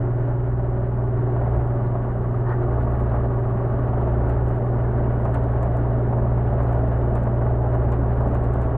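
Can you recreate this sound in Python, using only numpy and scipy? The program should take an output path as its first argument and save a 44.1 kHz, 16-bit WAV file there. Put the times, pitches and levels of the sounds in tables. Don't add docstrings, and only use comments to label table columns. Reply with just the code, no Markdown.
import sys
import numpy as np
from scipy import signal
from scipy.fft import rfft, irfft, next_fast_len
from scipy.io import wavfile
from scipy.ndimage import map_coordinates

SR = 44100
rng = np.random.default_rng(int(sys.argv[2]) if len(sys.argv) > 2 else 0)


def log_audio(samples):
    frames = np.atleast_2d(samples).T
    limited = np.clip(frames, -1, 1)
    pcm = np.round(limited * 32767).astype(np.int16)
    wavfile.write(sys.argv[1], SR, pcm)


N = 386757

# f/Hz, level/dB
MIC_RESPONSE = [(4700, -0.5), (5600, -13), (6600, -2)]
TOP_HZ = 15100
# f/Hz, level/dB per Hz
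HISS_COLOUR = [(3000, -9), (5600, -5.5), (7000, 0), (8000, 0), (10000, -0.5), (13400, -2), (14200, -20)]

# t/s, length/s, level/dB
SCUFF_EVENTS = [(2.495, 0.028, -36.5), (2.529, 0.014, -35)]
# f/Hz, level/dB per Hz
SCUFF_COLOUR = [(400, -15), (850, 5.5), (1400, 1.5), (1650, -4.5), (1820, 0), (2050, -19), (2500, -27),
                (3200, -37), (4400, -50), (8500, -52), (13000, -61)]
# t/s, length/s, level/dB
TOUCH_EVENTS = [(1.87, .005, -66), (2.495, 0.0074, -62.5), (2.828, .008, -68), (2.937, .004, -70),
                (3.005, .005, -69), (3.098, 0.0046, -67.5), (3.26, 0.01, -69.5), (6.456, 0.0045, -70),
                (7.736, 0.0054, -68.5), (8.134, .004, -66)]
# f/Hz, level/dB per Hz
TOUCH_COLOUR = [(2000, -2.5), (3200, 2), (4100, -0.5), (5000, -7.5), (6000, -14.5), (8500, -17.5),
                (12000, -28.5)]

# t/s, tick level/dB, level/dB of the heavy stroke that jars the
TICK_EVENTS = [(2.9982, -56, -50.5), (4.0103, -59.5, -50), (4.2921, -52.5, -42), (4.4817, -54, -50),
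               (4.5602, -60.5, -57), (5.248, -52, -47), (5.342, -45, -38.5), (5.437, -56, -52),
               (5.5194, -59.5, -55), (5.627, -48.5, -46.5), (5.768, -53.5, -51), (6.5341, -56, -50.5),
               (6.63, -54, -49), (6.7266, -54.5, -49), (6.8794, -60, -49.5), (7.0394, -61, -57),
               (7.1521, -48, -40.5), (7.233, -54.5, -50), (7.9189, -50.5, -38), (8.2042, -56, -47.5),
               (8.2811, -59, -54.5), (8.3442, -52, -42), (8.4385, -53.5, -49), (8.5349, -51, -43.5),
               (8.6146, -52.5, -45), (8.6292, -55.5, -50)]
# f/Hz, level/dB per Hz
TICK_COLOUR = [(500, -4), (1500, 8.5), (3000, -3.5), (4500, -8), (6000, -4.5), (7200, -2.5), (8200, -0.5),
               (10000, -8), (12000, -13), (15000, -24.5)]
# f/Hz, level/dB per Hz
JAR_COLOUR = [(250, -8.5), (450, -2.5), (620, 8.5), (850, 15.5), (1500, 3), (2200, -10), (3200, -20.5),
              (4500, -33), (7000, -48)]
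# t/s, level/dB
THUD_EVENTS = [(1.36, -45), (1.41, -42), (1.46, -45), (1.951, -43), (2.948, -42), (3.114, -39), (3.14, -39),
               (3.16, -41.5), (3.569, -43.5), (3.931, -39.5), (3.975, -41), (4.266, -42.5), (4.84, -43),
               (5.058, -40.5), (5.252, -39), (5.628, -40), (6.125, -40.5), (6.181, -41.5), (6.379, -41),
               (6.602, -38.5), (6.724, -42), (6.912, -42.5), (7.268, -40.5), (7.412, -40), (7.46, -41),
               (7.659, -41.5), (7.725, -43), (7.744, -39), (8.206, -40)]
# f/Hz, level/dB per Hz
THUD_COLOUR = [(250, -10), (450, 2.5), (620, 9.5), (850, 7.5), (1500, -6.5), (2200, -21), (4000, -49.5)]
# t/s, level/dB
CLICK_EVENTS = [(1.5654, -55), (2.826, -54), (2.9153, -56), (3.041, -57.5), (5.1547, -59), (6.6907, -56),
                (7.7513, -59), (7.8392, -57.5), (7.8939, -56), (8.1332, -55.5), (8.1728, -56.5),
                (8.2257, -58.5), (8.5599, -57.5)]
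# f/Hz, level/dB per Hz
CLICK_COLOUR = [(1000, -8.5), (4000, -3), (6500, 2), (10000, 2), (14000, -4)]
TICK_LIFT_DB, JAR_LIFT_DB, THUD_LIFT_DB, CLICK_LIFT_DB = 6.0, 13.5, 25, 10.5
CLICKS_PER_S, CHANCE_CLICK_DB, CLICK_SCATTER_DB = 5.4, -62.5, 3.2

SWELL_HZ, SWELL_DB, SWELL_SWING_DB = 0.98 * 220.4, -40.5, 4.5
SWELL_PERIOD_S, SWELL_PEAK_S = 1.045, 0.93

# f/Hz, width/Hz, lift/dB
CABINET_MODES = [(50.7, 5.6, 13), (101, 17, 7.5), (146, 4.9, -0.5), (178, 30, 3.5), (223, 22, 3.5),
                 (284.6, 24, 7), (353, 120, 3), (399, 14, 2), (577.4, 12, 6.5), (639, 60, 7), (760, 49, 3),
                 (853, 24, 6.5), (956, 37, 9.5), (1110.5, 61, 10), (1224, 260, 3), (1450, 18, 6),
                 (1720, 60, 1.5), (2950, 160, 4.5)]
# t/s, level/dB
FLUTTER_LEVEL_DB = [(0, -58.5), (2.2, -48.5), (2.8, -45), (3.9, -46), (4.7, -54), (8.77, -50.5)]
# f/Hz, level/dB per Hz
FLUTTER_COLOUR = [(800, -36), (1060, -6.5), (1150, -3), (1230, 3.5), (1290, -8), (1700, -47)]
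# delay/turns after the stroke, level/dB
SLAP_TIMING = [(0.02, -0.5), (0.58, -2.5)]
# f/Hz, level/dB per Hz
SLAP_COLOUR = [(200, -30.5), (400, -6.5), (520, -1), (690, 2.5), (800, -2.5), (1000, -14.5), (1300, -19),
               (2500, -55)]
SLAP_T60_S, SLAP_SCATTER_DB = 0.16, 3
# f/Hz, level/dB per Hz
KNOCK_COLOUR = [(10, -24), (25, -3.5), (60, -1.5), (150, 0.5), (250, -3), (320, -5.5), (400, -5), (470, -2),
                (600, -11.5), (1200, -69)]
CLATTER_COLOUR = [(200, -38), (400, -6.5), (520, 0), (690, 0), (800, -2), (1000, -12.5), (1300, -23),
                  (2500, -66.5)]
RATTLE_COLOUR = [(700, -27.5), (1050, -7.5), (1350, 0.5), (1600, -1.5), (1950, -7), (2200, -14.5),
                 (2550, -19.5), (3000, -24.5), (3500, -29.5), (4400, -38.5), (5500, -50.5), (8000, -67)]
# level at reference speed and full vacuum/dB, slope/dB per turn/s, vacuum gain/dB
KNOCK_EFFORT = (-29.5, 3.6, 5)
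CLATTER_EFFORT = (-33, 2.8, 2.3)
RATTLE_EFFORT = (-43.5, 3.0, 0.89)
SLAP_EFFORT = (-36.3, 2.5, 7)
SURGE_DB, SURGE_KNOTS_PER_S = 0.02, 9

# f/Hz, width/Hz, level/dB
STROKE_MODES_HZ = [(346.2, 46, 4.5), (400, 55, -1), (587.6, 67, -8.5), (644, 220, -10.5)]
STROKE_DB, STROKE_FADE_DB_PER_S = -39.5, 0.56
STROKE_TURN = 0.72

# t/s, level/dB
HUM_LEVEL_DB = [(0, -23), (.25, -22.5), (.45, -23.5), (.85, -24.5), (1.2, -22.2), (1.5, -23), (1.9, -23),
                (2.1, -25.5), (2.5, -22.5), (2.9, -24.5), (3.4, -23), (4.35, -24), (4.7, -22.5),
                (5.6, -23.5), (6.2, -22), (7.05, -24), (7.6, -22.5), (8.6, -25)]
# multiple of the hum frequency, level/dB re HUM_LEVEL_DB, chance waver/dB
HUM_PARTIALS = [(1, 1, 0), (1.5, -25, 1.5), (2, -25, 2), (3, -20, 3.5), (5, -32, 1.5)]
# multiple of shaft speed, depth/dB
LOAD_SWING = [(1, -16.5), (3, -28.5), (5, -33)]
# multiple of rotor speed, level/dB
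ROTOR_TONES = [(1, -35.5), (3, -46.5)]
MAINS_HZ, ROTOR_HZ = 59.9, 29.6

# t/s, speed/turns per s
SHAFT_SPEED = [(0, 20.35), (0.2, 20.3), (0.5, 19.95), (0.85, 20.05), (1.1, 20.3), (1.42, 21.0),
               (1.6, 20.85), (1.9, 20.4), (2.35, 20.17), (2.68, 21.05), (3.05, 20.97), (3.42, 20.43),
               (3.87, 21.1), (4.3, 21.06), (4.62, 20.76), (5.1, 21.08), (5.58, 21.13), (5.95, 20.8),
               (6.4, 20.92), (6.68, 21.14), (7.2, 20.9), (7.6, 20.88), (8.1, 21.1), (8.77, 20.95)]
REFERENCE_TURNS_PER_S = 21
VACUUM_TIME_CONSTANT_S = 3.0
# multiple of shaft speed, start level/dB, full-vacuum level/dB
PUMP_TONES = [(1.01, -49.5, -48), (2, -38, -36.5), (3.97, -47, -46), (4.987, -38.5, -41), (7, -39.5, -52.5),
              (9.01, -44.5, -44.5), (11.03, -49, -47.5), (13.05, -48.5, -42.5), (17, -46.5, -42),
              (18.08, -40, -43.5), (19, -42, -40.5), (20, -44.5, -45.5), (20.77, -45, -47.5),
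              (28.07, -49, -47.5)]
# t/s, level/dB
THROB_LEVEL_DB = [(0.0, -43), (0.05, -39.5), (0.54, -24), (1.32, -32), (1.41, -26), (1.59, -19.5),
                  (1.76, -35.5), (2.2, -27), (2.54, -38.5), (2.73, -21.5), (3.22, -21.5), (3.35, -30),
                  (3.62, -30.5), (4.17, -20), (4.47, -21), (4.64, -33), (4.74, -25), (5.71, -22.5),
                  (6.1, -27.5), (6.28, -22.5), (7.13, -21.5), (7.26, -25.5), (7.57, -21), (7.72, -24),
                  (7.85, -21), (8.3, -21.5), (8.7, -21), (8.77, -29)]
THROB_TRIM_DB, THROB_FLOOR_DB = -2.5, -36
PANEL_ORDER, PANEL_HZ, PANEL_WIDTH_HZ = 14, 287.5, 7
PANEL_DB, PANEL_FADE_DB = -33.5, 13


def amp(db):
    return 10 ** (np.asarray(db) / 20)


def unit(x):
    return x / np.sqrt(np.mean(x ** 2) + 1e-20)


def clock():
    return np.arange(N) / SR


def curves(rows):
    t, *columns = np.transpose(rows)
    return [np.interp(clock(), t, column) for column in columns]


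def wobble(knots_per_s):
    knots = rng.standard_normal(int(N * knots_per_s / SR) + 4)
    return map_coordinates(knots, [clock() * knots_per_s])


def filtered(x, response):
    size = next_fast_len(N + SR // 2)
    spectrum = rfft(x, size) * response(np.fft.rfftfreq(size, 1 / SR))
    return irfft(spectrum, size)[..., :N]


def colour(points, hz):
    f, db = np.transpose(points)
    return amp(np.interp(np.log(hz + 1), np.log(f + 1), db))


def coloured(x, points):
    return filtered(x, lambda hz: colour(points, hz))


def bandpass(f, hz, width_hz):
    damping = 1j * f * width_hz
    return damping / (hz * hz - f * f + damping)


def tones(angle, orders):
    return sum(np.sqrt(2) * amp(db) * np.sin(k * angle + rng.uniform(0, 2 * np.pi))
               for k, db in orders)


def vacuum():
    return 1 - np.exp(-clock() / VACUUM_TIME_CONSTANT_S)


def effort(speed, law):
    full_db, speed_db, vacuum_db = law
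    return amp(full_db + speed_db * (speed - REFERENCE_TURNS_PER_S) + vacuum_db * (vacuum() - 1))


def hiss(side_db=-2):
    mid, side = unit(coloured(rng.standard_normal((2, N)), HISS_COLOUR))
    level = amp(-77.0 + 0.7 * wobble(40))
    return level * (mid + amp(side_db) * np.array([side, -side]))


def rubbing(rows, spectrum):
    swells = sum(amp(db) * np.exp(-0.5 * ((clock() - t) / length_s) ** 2)
                 for t, length_s, db in rows)
    return swells * unit(coloured(rng.standard_normal(N), spectrum))


def scuff():
    return rubbing(SCUFF_EVENTS, SCUFF_COLOUR) + rubbing(TOUCH_EVENTS, TOUCH_COLOUR)


def bursts(rows, t60_s, tail_db, tail_t60_s):
    out = np.zeros(N + SR)
    t = np.arange(SR // 5) / SR
    decay = amp(-60 * t / t60_s) + amp(tail_db - 60 * t / tail_t60_s)
    attack = 1 - np.exp(-t / t60_s * 20)
    for start_s, db in rows:
        first = round(start_s * SR)
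        out[first:first + len(t)] += amp(db) * decay * attack * rng.standard_normal(len(t))
    return out[:N]


def ticking():
    tick_rows = [(t, db) for t, db, _ in TICK_EVENTS]
    jar_rows = [(t, db) for t, _, db in TICK_EVENTS]
    chance_times = clock()[rng.random(N) < CLICKS_PER_S * vacuum() / SR]
    chance_db = rng.normal(CHANCE_CLICK_DB, CLICK_SCATTER_DB, len(chance_times))
    click_rows = [*CLICK_EVENTS, *zip(chance_times, chance_db)]
    ticks = coloured(bursts(tick_rows, t60_s=0.025, tail_db=-17, tail_t60_s=0.15), TICK_COLOUR)
    jar = coloured(bursts(jar_rows, t60_s=0.13, tail_db=-15.0, tail_t60_s=0.37), JAR_COLOUR)
    thuds = coloured(bursts(THUD_EVENTS, t60_s=0.053, tail_db=-19.5, tail_t60_s=0.21), THUD_COLOUR)
    clicks = coloured(bursts(click_rows, t60_s=0.002, tail_db=-30.5, tail_t60_s=0.04), CLICK_COLOUR)
    fitting = amp(TICK_LIFT_DB) * ticks + amp(JAR_LIFT_DB) * jar
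    return fitting + amp(THUD_LIFT_DB) * thuds + amp(CLICK_LIFT_DB) * clicks


def swelling():
    swing = np.cos(2 * np.pi * (clock() - SWELL_PEAK_S) / SWELL_PERIOD_S)
    tone = tones(2 * np.pi * SWELL_HZ * clock(), [(1, SWELL_DB)])
    return np.sqrt(vacuum()) * amp(SWELL_SWING_DB * swing) * tone


def cabinet(x, spectrum):
    def response(f):
        gain = colour(spectrum, f) + 0j
        for hz, width_hz, db in CABINET_MODES:
            gain *= 1 + (amp(db) - 1) * bandpass(f, hz, width_hz)
        return gain
    return unit(filtered(x, response))


def chatter(shaft, spectrum, swing_db, scatter_db):
    beat = unit(0.5 * np.cos(shaft) + np.cos(2 * shaft - 1) + 0.5 * np.cos(6 * shaft))
    force = amp(swing_db * beat + scatter_db * wobble(45))
    return cabinet(force * rng.standard_normal(N), spectrum)


def flutter(shaft):
    level = amp(curves(FLUTTER_LEVEL_DB)[0])
    return level * chatter(shaft, FLUTTER_COLOUR, swing_db=6.0, scatter_db=1.5)


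def slaps(shaft):
    force = np.zeros(N)
    for delay_turns, db in SLAP_TIMING:
        at = np.flatnonzero(np.diff((shaft / (2 * np.pi) - delay_turns) // 1))
        scatter = np.clip(rng.standard_normal(len(at)), -2, 1)
        force[at] += amp(db + SLAP_SCATTER_DB * scatter)
    decay_per_sample = amp(-60 / (SLAP_T60_S * SR))
    dying = signal.lfilter([1], [1, -decay_per_sample], force)
    return cabinet(dying * rng.standard_normal(N), SLAP_COLOUR)


def strokes(shaft, knocking, jitter_s=0.000071, scatter_db=1.2):
    at = np.flatnonzero(np.diff(shaft // (2 * np.pi)))
    late, size = rng.standard_normal((len(at), 2)).T
    when = at + SR * jitter_s * unit(knocking)[at] * late
    blows = np.bincount(np.clip(when, 0, N - 1).astype(int), amp(scatter_db * size), N)

    def ring(f):
        return sum((-1) ** k * amp(db) * bandpass(f, hz, width_hz) ** 2
                   for k, (hz, width_hz, db) in enumerate(STROKE_MODES_HZ))
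    return amp(STROKE_DB - STROKE_FADE_DB_PER_S * clock()) * unit(filtered(blows, ring))


def motor(shaft):
    turn = 2 * np.pi * clock()
    hum = sum(amp(waver_db * wobble(4)) * tones(2 * MAINS_HZ * turn, [(k, db)])
              for k, db, waver_db in HUM_PARTIALS)
    load = 1 + tones(shaft, LOAD_SWING)
    unbalance = amp(0.78 * wobble(8.3)) * tones(ROTOR_HZ * turn, ROTOR_TONES)
    return amp(curves(HUM_LEVEL_DB)[0]) * hum * load + unbalance


def pump(shaft, speed, knocking, jitter_rad=0.0084, waver_db=0.5, throb_waver_db=0.5,
         panel_waver_db=2.5):
    uneven = shaft + jitter_rad * unit(knocking) * wobble(15)
    body = np.zeros(N)
    for k, start_db, end_db in PUMP_TONES:
        level_db = start_db + (end_db - start_db) * vacuum()
        waver = waver_db * np.sqrt(k) * wobble(4)
        body += amp(level_db + waver) * tones(uneven, [(k, 0)])
    throb_db = np.maximum(THROB_TRIM_DB + curves(THROB_LEVEL_DB)[0], THROB_FLOOR_DB)
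    throb = amp(throb_db + throb_waver_db * wobble(25)) * tones(uneven, [(3, 0.0015)])
    detuning = 2 * (PANEL_ORDER * speed - PANEL_HZ) / PANEL_WIDTH_HZ
    panel_db = PANEL_DB - PANEL_FADE_DB * vacuum() + panel_waver_db * wobble(11)
    singing = amp(panel_db) / np.hypot(1, detuning) * tones(uneven, [(PANEL_ORDER, 0)])
    return body + throb + singing


def scene():
    speed, = curves(SHAFT_SPEED)
    shaft = 2 * np.pi * (np.cumsum(speed) / SR - STROKE_TURN)
    surge = amp(SURGE_DB * wobble(SURGE_KNOTS_PER_S))
    knocking = surge * effort(speed, KNOCK_EFFORT)
    clattering = surge * effort(speed, CLATTER_EFFORT)
    rattling = surge * effort(speed, RATTLE_EFFORT)
    slapping = surge * effort(speed, SLAP_EFFORT)
    knock = knocking * chatter(shaft, KNOCK_COLOUR, swing_db=2.0, scatter_db=0.5)
    clatter = clattering * chatter(shaft, CLATTER_COLOUR, swing_db=-1.0, scatter_db=1.63)
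    rattle = rattling * chatter(shaft, RATTLE_COLOUR, swing_db=0.05, scatter_db=1.15)
    slap = slapping * slaps(shaft)
    background = hiss() + scuff() + ticking() + swelling()
    mechanism = flutter(shaft) + rattle + slap + clatter + knock + strokes(shaft, knocking)
    return background + mechanism + motor(shaft) + pump(shaft, speed, knocking)


def record(dry):
    def response(hz):
        lean = amp(np.outer([-0.2, 0.2], 1 / (1 + (hz / 220) ** 4)))
        return colour(MIC_RESPONSE, hz) * lean * (hz < TOP_HZ)
    fade = np.clip(np.minimum(clock(), clock()[::-1]) / 0.005, 0, 1)
    return filtered(dry * fade, response)


dry = scene()
out = record(dry)
log_audio(out)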